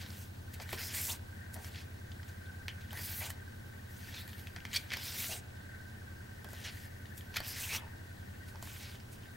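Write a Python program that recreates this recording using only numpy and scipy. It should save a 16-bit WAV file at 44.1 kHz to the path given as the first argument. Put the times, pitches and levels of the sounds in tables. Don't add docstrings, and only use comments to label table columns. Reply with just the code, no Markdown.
import sys
import numpy as np
from scipy import signal
from scipy.io import wavfile
from scipy.ndimage import uniform_filter1d

SR = 44100
rng = np.random.default_rng(int(sys.argv[2]) if len(sys.argv) > 2 else 0)


def to_wav(s):
    ch = np.atleast_2d(s).T
    pcm = np.round(np.clip(ch, -1, 1) * 32767)
    wavfile.write(sys.argv[1], SR, pcm.astype(np.int16))


N = 412776

# t/s, rustle level/dB, slide level/dB
STROKES = [
    [(0.0, -58, -60), (0.022, -48.5, -57), (0.046, -53.5, -71), (0.072, -59.5, -60.5), (0.232, -63, -55),
     (0.27, -72, -64)],
    [(0.775, -53, -62), (0.795, -46.5, -45.5), (0.88, -54, -44), (0.9, -49, -53), (0.928, -48, -48),
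     (0.95, -44, -37), (1.059, -51.5, -38.5), (1.12, -49.5, -37.5), (1.155, -56, -51)],
    [(1.57, -69, -67), (1.648, -58, -53), (1.685, -57, -55), (1.7, -64, -64), (1.752, -54, -62),
     (1.825, -55, -62), (1.835, -64, -72)],
    [(2.918, -58.5, -59), (3.055, -53, -43), (3.085, -49.5, -49.5), (3.19, -53, -46), (3.262, -44, -43.5),
     (3.29, -59, -54), (3.302, -54, -45.5), (3.325, -65, -60)],
    [(3.908, -66.5, -63), (4.088, -56.5, -59.5), (4.136, -55, -63), (4.144, -48.5, -62),
     (4.206, -53, -55.5), (4.245, -60, -72)],
    [(4.98, -48.5, -59), (5.056, -49, -45.5), (5.104, -49, -48.5), (5.232, -43.5, -40),
     (5.298, -51.5, -42.5), (5.32, -44.5, -39.5), (5.385, -57.5, -48)],
    [(6.5, -62.5, -60), (6.635, -55.5, -59), (6.651, -43.5, -50), (6.681, -47, -61), (6.753, -61.5, -59.5),
     (6.86, -61, -60)],
    [(7.437, -51, -59), (7.485, -50, -42.5), (7.541, -51, -49), (7.623, -46, -41), (7.683, -49.5, -44),
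     (7.72, -46.5, -42.5), (7.763, -40, -36.5), (7.785, -57, -54)],
    [(8.63, -57, -54), (8.795, -56, -55), (8.833, -51.5, -53.5), (8.875, -54, -61), (8.959, -60, -61)],
]
# loudest t/s, length/s, rustle level/dB, slide level/dB
BRUSHES = [(0.541, 0.039, -49, -47), (0.621, 0.042, -45.5, -48.5), (0.705, 0.078, -54, -49),
           (.733, 0.11, -45, -45), (1.543, 0.027, -54, -42), (2.288, 0.067, -57, -57),
           (2.812, 0.087, -56, -72), (4.294, 0.15, -55, -57), (4.395, 0.13, -58, -55),
           (4.752, 0.092, -39, -42), (4.763, 0.03, -44, -33), (4.935, 0.074, -37, -50),
           (7.18, 0.048, -57, -48), (7.348, 0.026, -48, -66), (7.368, 0.039, -34, -44),
           (8.487, 0.054, -57, -53), (9.13, 0.06, -58, -51), (9.235, 0.092, -56.5, -65)]
def hand_pressure(rise_s=0.02, fade_s=0.031, brush_rise_share=0.37, brush_ends_db=-16.5):
    t = np.arange(0, N / SR, .001)
    power = gain_of([-68.5, -69.5])[:, None] ** 2 * np.ones(len(t))
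    for stroke in STROKES:
        s, *levels_db = np.transpose(stroke)
        touch = np.interp(t, [s[0] - rise_s, s[0], s[-1], s[-1] + fade_s], [0, 1, 1, 0])
        power += (touch * gain_of([np.interp(t, s, db) for db in levels_db])) ** 2
    for s, length, *levels_db in BRUSHES:
        from_peak = np.maximum((s - t) / brush_rise_share, (t - s) / (1 - brush_rise_share)) / length
        power += (gain_of(levels_db)[:, None] * gain_of(brush_ends_db * from_peak ** 0.65)) ** 2
    return [follow(np.c_[t, gain]) for gain in np.sqrt(power)]


# f/Hz, relative level/dB
PAPER_TONE = [(900, -56), (1500, -4.5), (2200, 1), (4500, -1), (6000, -7), (8000, -16), (16000, -32)]
COVER_TONE = [(150, -2), (400, -7), (800, -1.5), (1200, -3.5), (2000, -12), (16000, -52)]
def rustle():
    clicks = slips(per_s=18000, spread_db=0.35, clump_db=1.4)
    sheets = flicker(coloured(clicks, PAPER_TONE), depth_db=2.0)
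    return sheets + gain_of(-13) * evened(coloured(clicks, COVER_TONE))


# f/Hz, relative level/dB
SKIN_TONE = [(3000, -20), (6000, -5), (8000, -4), (10500, -5.5), (13500, -3), (16000, -6)]
# t/s, added level/dB of the highest treble
SHEEN = [(.85, 0.5), (1.08, 1), (1.13, -1.5), (2.93, 0.5), (3.06, 5), (3.2, 7), (3.25, -2.5), (4.4, 4.5),
         (4.72, -2), (5.06, 4), (5.13, 1), (5.2, 4), (5.38, -7.5), (7.48, 4.5), (7.55, -2), (7.6, 1),
         (7.67, -1.5)]
def slide():
    clicks = slips(per_s=16000, spread_db=0, clump_db=0.4)
    return flicker(coloured(clicks, SKIN_TONE), depth_db=2.3, treble_db=follow(SHEEN))


# f/Hz, width/Hz, relative level/dB
EDGE_RINGS = [(1904, 600, -3), (2340, 1100, -1.5), (3120, 560, -5), (4000, 1800, -16.5)]
# t/s, edge peak level/dB, ring f/Hz, then tick and knock level/dB relative to the edge
SNAPS = [(0.062, -38, 3830, -17, -7), (0.1038, -38.5, 4700, -19, -5), (0.6, -36, 2040, -11, -2),
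         (0.6913, -33.5, 2060, -6, -12), (0.7285, -28.5, 2030, 1, -1), (0.7834, -37, 1910, -13, -25),
         (1.5645, -41, 2000, 0, 0), (1.6453, -36, 5400, -14, -6), (1.747, -40, 2600, -8, -15),
         (2.1173, -42, 3530, -32, -4), (2.2307, -40.5, 1860, -27, -4.5), (2.682, -24.5, 2870, -9, -38),
         (2.6892, -37, 3100, -16, -30), (2.9073, -38.5, 3380, -15, -14), (2.9304, -35, 1910, 3.5, -7),
         (2.973, -34, 1930, -3, -4.5), (2.991, -35, 2200, -10, -5), (3.3031, -32.5, 1800, 5, -34),
         (4.145, -37, 2480, -21, -27), (4.278, -39.5, 1940, 3.5, -7.5), (4.331, -38.5, 3370, -14, -25),
         (4.471, -33.5, 2700, -15, -23), (4.562, -32.5, 2130, -18, -6.5), (4.603, -41.5, 3000, -20, -20),
         (4.652, -27, 2180, -12, -7.5), (4.731, -28, 6850, -8, -25), (4.7372, -31, 3900, -3, -25),
         (4.742, -31, 3700, 1, -21), (4.747, -27, 4600, -8, -20), (4.7515, -30, 4300, -15, -18),
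         (4.904, -31, 3220, -25, -19), (4.9184, -27, 2520, -20, -31), (4.9368, -25, 1940, -3, -12),
         (4.9696, -31, 5060, 2, -4), (6.445, -37.5, 1830, 2, 0.5), (6.488, -45.5, 5000, 4, 2),
         (6.5328, -41.5, 1910, 6, 2.5), (7.056, -45, 3500, -20, -25), (7.209, -41, 2990, -22, -27),
         (7.3424, -33, 2620, -12, -8), (7.36, -26.5, 2400, -14, -14), (7.3695, -21.5, 2020, -8, -13),
         (7.4033, -29.5, 4470, 1, 0), (8.5568, -42, 1880, -18, 1), (8.6262, -36, 7300, 5, 0),
         (8.673, -36.5, 2190, -3, -2), (8.954, -41, 3200, -23, -23), (9.001, -42, 4760, -21, -21)]
def page_snaps():
    t = np.arange(2500) / SR
    for s, edge_db, ring_hz, tick_db, knock_db in SNAPS:
        noise = rng.standard_normal(len(t))
        crack = noise * (1 - np.exp(-t / 0.00036)) * np.exp(-t / 0.00084)
        shiver = crack + 0.12 * noise * np.exp(-t / 0.015)
        edge = sum(gain_of(db) * evened(resonate(shiver, hz, width)) for hz, width, db in EDGE_RINGS)
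        edge += 0.94 * evened(coloured(shiver, PAPER_TONE))
        edge += 0.83 * evened(resonate(shiver, ring_hz, width_hz=910))
        tick = coloured(crack + 0.21 * shiver, SKIN_TONE)
        knock = coloured(shiver, COVER_TONE)
        parts = [(edge, 0), (tick, tick_db), (knock, knock_db)]
        yield s, gain_of(edge_db) * sum(gain_of(db) * part / abs(part).max() for part, db in parts)


# t/s, length/s, starting f/Hz, ending f/Hz, level/dB before shaping
GAPS = [(0.775, 0.18, 5100, 5500, -47), (0.776, 0.073, 1640, 2500, -47), (0.923, 0.14, 2020, 2580, -49),
        (1.087, 0.05, 2730, 7500, -40), (2.942, 0.083, 1870, 1940, -48), (2.976, 0.13, 4700, 5200, -51.5),
        (3.203, 0.055, 1940, 3160, -45), (4.759, 0.016, 4570, 4500, -28), (4.762, 0.015, 5470, 6000, -32.5),
        (4.753, 0.028, 3380, 3440, -35), (4.165, 0.072, 3560, 4200, -48), (4.759, 0.021, 2320, 2400, -35),
        (4.91, 0.049, 2220, 2450, -39.5), (5.013, 0.19, 5000, 5800, -49), (5.188, 0.06, 2200, 2950, -50),
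        (5.305, .04, 2680, 3000, -43), (7.434, 0.2, 5000, 5300, -48.5), (7.555, 0.059, 1950, 1890, -46.5),
        (7.635, 0.026, 2870, 3120, -43), (7.689, 0.11, 2310, 3550, -40), (7.731, 0.053, 5450, 6050, -41.5)]
def air_gaps():
    for s, length, from_hz, to_hz, db in GAPS:
        width_hz = 390 + 0.52 * length * from_hz + 0.11 * abs(to_hz - from_hz)
        yield s, gain_of(db) * puff(length, from_hz, to_hz, width_hz, crackle_db=1.5, peak_share=0.36)


# t/s, length/s, level/dB before shaping, f/Hz
LANDINGS = [(0.594, 0.038, -51.5, 684), (0.727, 0.02, -42, 354), (1.081, 0.074, -50, 880),
            (1.552, 0.074, -51.5, 775), (2.923, 0.041, -52, 850), (3.21, 0.098, -49.5, 830),
            (5.292, 0.088, -48, 660), (6.439, 0.036, -53, 584), (7.722, 0.081, -48.5, 1080),
            (7.815, 0.092, -55.5, 890), (8.546, 0.027, -55, 800)]
def landings():
    for s, length, db, hz in LANDINGS:
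        yield s, gain_of(db) * puff(length, hz, hz, width_hz=0.64 * hz, crackle_db=2.5, peak_share=0.12)


# vibrations per turn, relative level/dB
SHAFT_NOTES = [(7, -8), (8, -0.5), (9, -6.5)]
# t/s, level/dB
HUM_LEVEL = [(0, -50.5), (3.2, -49), (3.6, -52.5), (4.2, -51), (5.2, -53.5), (8.5, -51.5), (9.36, -56.5)]
# f/Hz, level/dB
STEADY_TONES = [(75.2, -69.5), (108.6, -64), (120, -58), (15734, -75)]
def machine_hum(shaft_hz=11.0):
    t = np.arange(N) / SR
    turns = shaft_hz * t + rng.random()
    shaft = sum(gain_of(db) * np.cos(2 * np.pi * per_turn * turns) for per_turn, db in SHAFT_NOTES)
    tones = sum(gain_of(db) * np.sin(2 * np.pi * (hz * t + rng.random())) for hz, db in STEADY_TONES)
    return np.sqrt(2) * (gain_of(follow(HUM_LEVEL)) * shaft + tones)


# f/Hz, width/Hz, relative level/dB
HOUSING_RINGS = [(1553, 143, 2), (1785, 306, 3.5)]
# t/s, level/dB, added level/dB of the upper ring
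WHIR_LEVEL = [(0, -60.5, 0), (.35, -66, -5), (.7, -56, 3), (1.15, -64, -5), (1.45, -54, -2),
              (1.95, -60.5, -1), (2.5, -54.5, -5.5), (3.0, -58, -2.5), (4.3, -60.5, 2.5), (5.3, -60, -3),
              (5.75, -53, -3), (6.0, -57.5, -4), (6.7, -59.5, 5), (8.6, -59.5, 0), (9.1, -66, 0),
              (9.36, -56.5, -1)]
def machine_whir(lowest_hz=1445):
    noise = 0.99 * rng.standard_normal(N) + rng.standard_normal((2, N))
    noise = signal.sosfilt(signal.butter(8, lowest_hz, "high", fs=SR, output="sos"), noise)
    s, level_db, upper_db = np.transpose(WHIR_LEVEL)
    upper_lean_db = follow(np.c_[s, upper_db]) - np.array([[0], [15]])
    whir = np.zeros((2, N))
    for (hz, width, db), lean_db in zip(HOUSING_RINGS, [0, upper_lean_db]):
        peak = signal.iirpeak(hz, hz / width, SR)
        ring = evened(signal.lfilter(*peak, signal.lfilter(*peak, noise)))
        whir += gain_of(db + lean_db + 3 * drift(samples=350)) * ring
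    return gain_of(follow(np.c_[s, level_db])) * evened(whir)


# f/Hz, time/s to fade by 60 dB
ECHO_FADE = [(300, 1), (2000, 0.52), (6000, 0.082), (15000, 0.018)]
def room_echo(x):
    bounces = np.zeros((2, SR // 2))
    slots = np.arange(100, SR // 2 - 20, 20)
    arrivals = slots + rng.integers(0, 20, (2, len(slots)))
    np.put_along_axis(bounces, arrivals, rng.choice([-1., 1.], arrivals.shape), 1)
    hz, t, spectra = signal.stft(bounces, SR, nperseg=128)
    fade_db = -60 * t / at_pitch(ECHO_FADE, hz)[:, None] - 0.97 * hz[:, None] / 1000
    tail = signal.istft(spectra * gain_of(fade_db), SR, nperseg=128)[1]
    return signal.oaconvolve(x[None], tail / np.linalg.norm(tail[0]), axes=1)[:, :N]


# f/Hz, relative level/dB
AIR_TONE = [(15, -8), (55, -1), (140, -4), (228, 0.5), (250, -6.5), (270, -6.5), (400, -9.5), (700, -12),
            (1200, -16.5), (2300, -20.5), (4500, -27), (7000, -30), (16000, -34.5)]
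# f/Hz, likeness (1 the same, 0 unrelated, -1 opposite)
AIR_LIKENESS = [(45, 1), (90, 0.85), (170, 0.9), (340, 0.2), (520, -0.53), (1250, -0.42), (1550, 0.18),
                (2300, -0.99), (4200, -0.09), (6900, 0.55), (10300, 1), (14000, 1)]
def room_air(level_db=-53):
    hz = np.fft.rfftfreq(2048, 1 / SR)
    a, b, c, d = rng.standard_normal((N // 1024 + 3, len(hz), 4)).T
    left, unrelated = a + 1j * b, c + 1j * d
    likeness = at_pitch(AIR_LIKENESS, hz)[:, None]
    right = likeness * left + np.sqrt(1 - likeness ** 2) * unrelated
    spectra = np.array([left, right]) * gain_of(at_pitch(AIR_TONE, hz))[:, None]
    noise = signal.istft(spectra, window="cosine", nperseg=2048)[1]
    return gain_of(level_db) * evened(noise[:, :N])


def slips(per_s, spread_db, clump_db):
    happens = rng.random(N) < per_s / SR
    size_db = spread_db * np.minimum(rng.exponential(1, N), 5)
    clicks = happens * rng.standard_normal(N)
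    return evened(clicks * gain_of(size_db + clump_db * drift(samples=130)))


def puff(length_s, from_hz, to_hz, width_hz, crackle_db, peak_share):
    count = round(length_s * SR)
    noise, crackle = rng.standard_normal((2, SR // 4))[:, :count]
    noise = noise * gain_of(crackle_db * evened(uniform_filter1d(crackle, size=60)))
    progress = np.linspace(0, 1, count)
    hz = from_hz * (to_hz / from_hz) ** progress ** 1.4
    shape = np.interp(progress, [0, peak_share, .75, 1], [0.47, 0.76, 0.45, 0.07])
    return evened(resonate(noise, hz, width_hz)) * shape


def flicker(x, depth_db, treble_db=0):
    hz, t, spectra = signal.stft(x, SR, nperseg=256)
    patches = rng.standard_normal(spectra.shape[::-1]).T
    patches = evened(uniform_filter1d(uniform_filter1d(patches, size=5, axis=0), size=10, axis=1))
    treble_share = np.interp(hz, [8500, 11900], [0, 1])[:, None]
    lift_db = treble_share * np.interp(t, np.arange(N) / SR, treble_db * np.ones(N))
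    return evened(signal.istft(spectra * gain_of(depth_db * patches + lift_db), nperseg=256)[1][:len(x)])


def coloured(x, tone):
    log_gain = at_pitch(tone, abs(np.fft.fftfreq(512, 1 / SR))) * np.log(10) / 20
    taps = np.fft.ifft(np.exp(log_gain - 1j * signal.hilbert(log_gain).imag)).real
    return signal.oaconvolve(x, taps / np.linalg.norm(taps))[:len(x)]


def resonate(x, hz, width_hz):
    turn = np.exp(2j * np.pi * np.cumsum(hz * np.ones(len(x))) / SR)
    decay = np.exp(-np.pi * width_hz / SR)
    return 2 * (turn * signal.lfilter([(1 - decay) ** 2], [1, -2 * decay, decay ** 2], x / turn)).real


def drift(samples):
    return evened(uniform_filter1d(uniform_filter1d(rng.standard_normal(N), samples), samples))


def at_pitch(table, hz):
    f, value = np.transpose(table)
    return np.interp(np.log(hz + 1), np.log(f + 1), value)


def follow(table):
    s, value = np.transpose(table)
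    return np.interp(np.arange(N) / SR, s, value)


def gain_of(db):
    return 10 ** (np.asarray(db) / 20)


def evened(x):
    return x / np.sqrt(np.mean(x ** 2) + 1e-20)


def scene():
    short_sounds = [*page_snaps(), *air_gaps(), *landings()]
    rustle_gain, slide_gain = hand_pressure()
    booklet = rustle_gain * rustle() + slide_gain * slide()
    for s, sound in short_sounds:
        start = round(s * SR)
        booklet[start:start + len(sound)] += sound[:N - start]
    return booklet + gain_of(-16) * room_echo(booklet) + machine_hum() + machine_whir() + room_air()


def record(dry):
    top_hz = 15880
    return signal.oaconvolve(dry, signal.firwin(1023, top_hz, window=("kaiser", 9), fs=SR)[None], "same")


dry = scene()
out = record(dry)
to_wav(out)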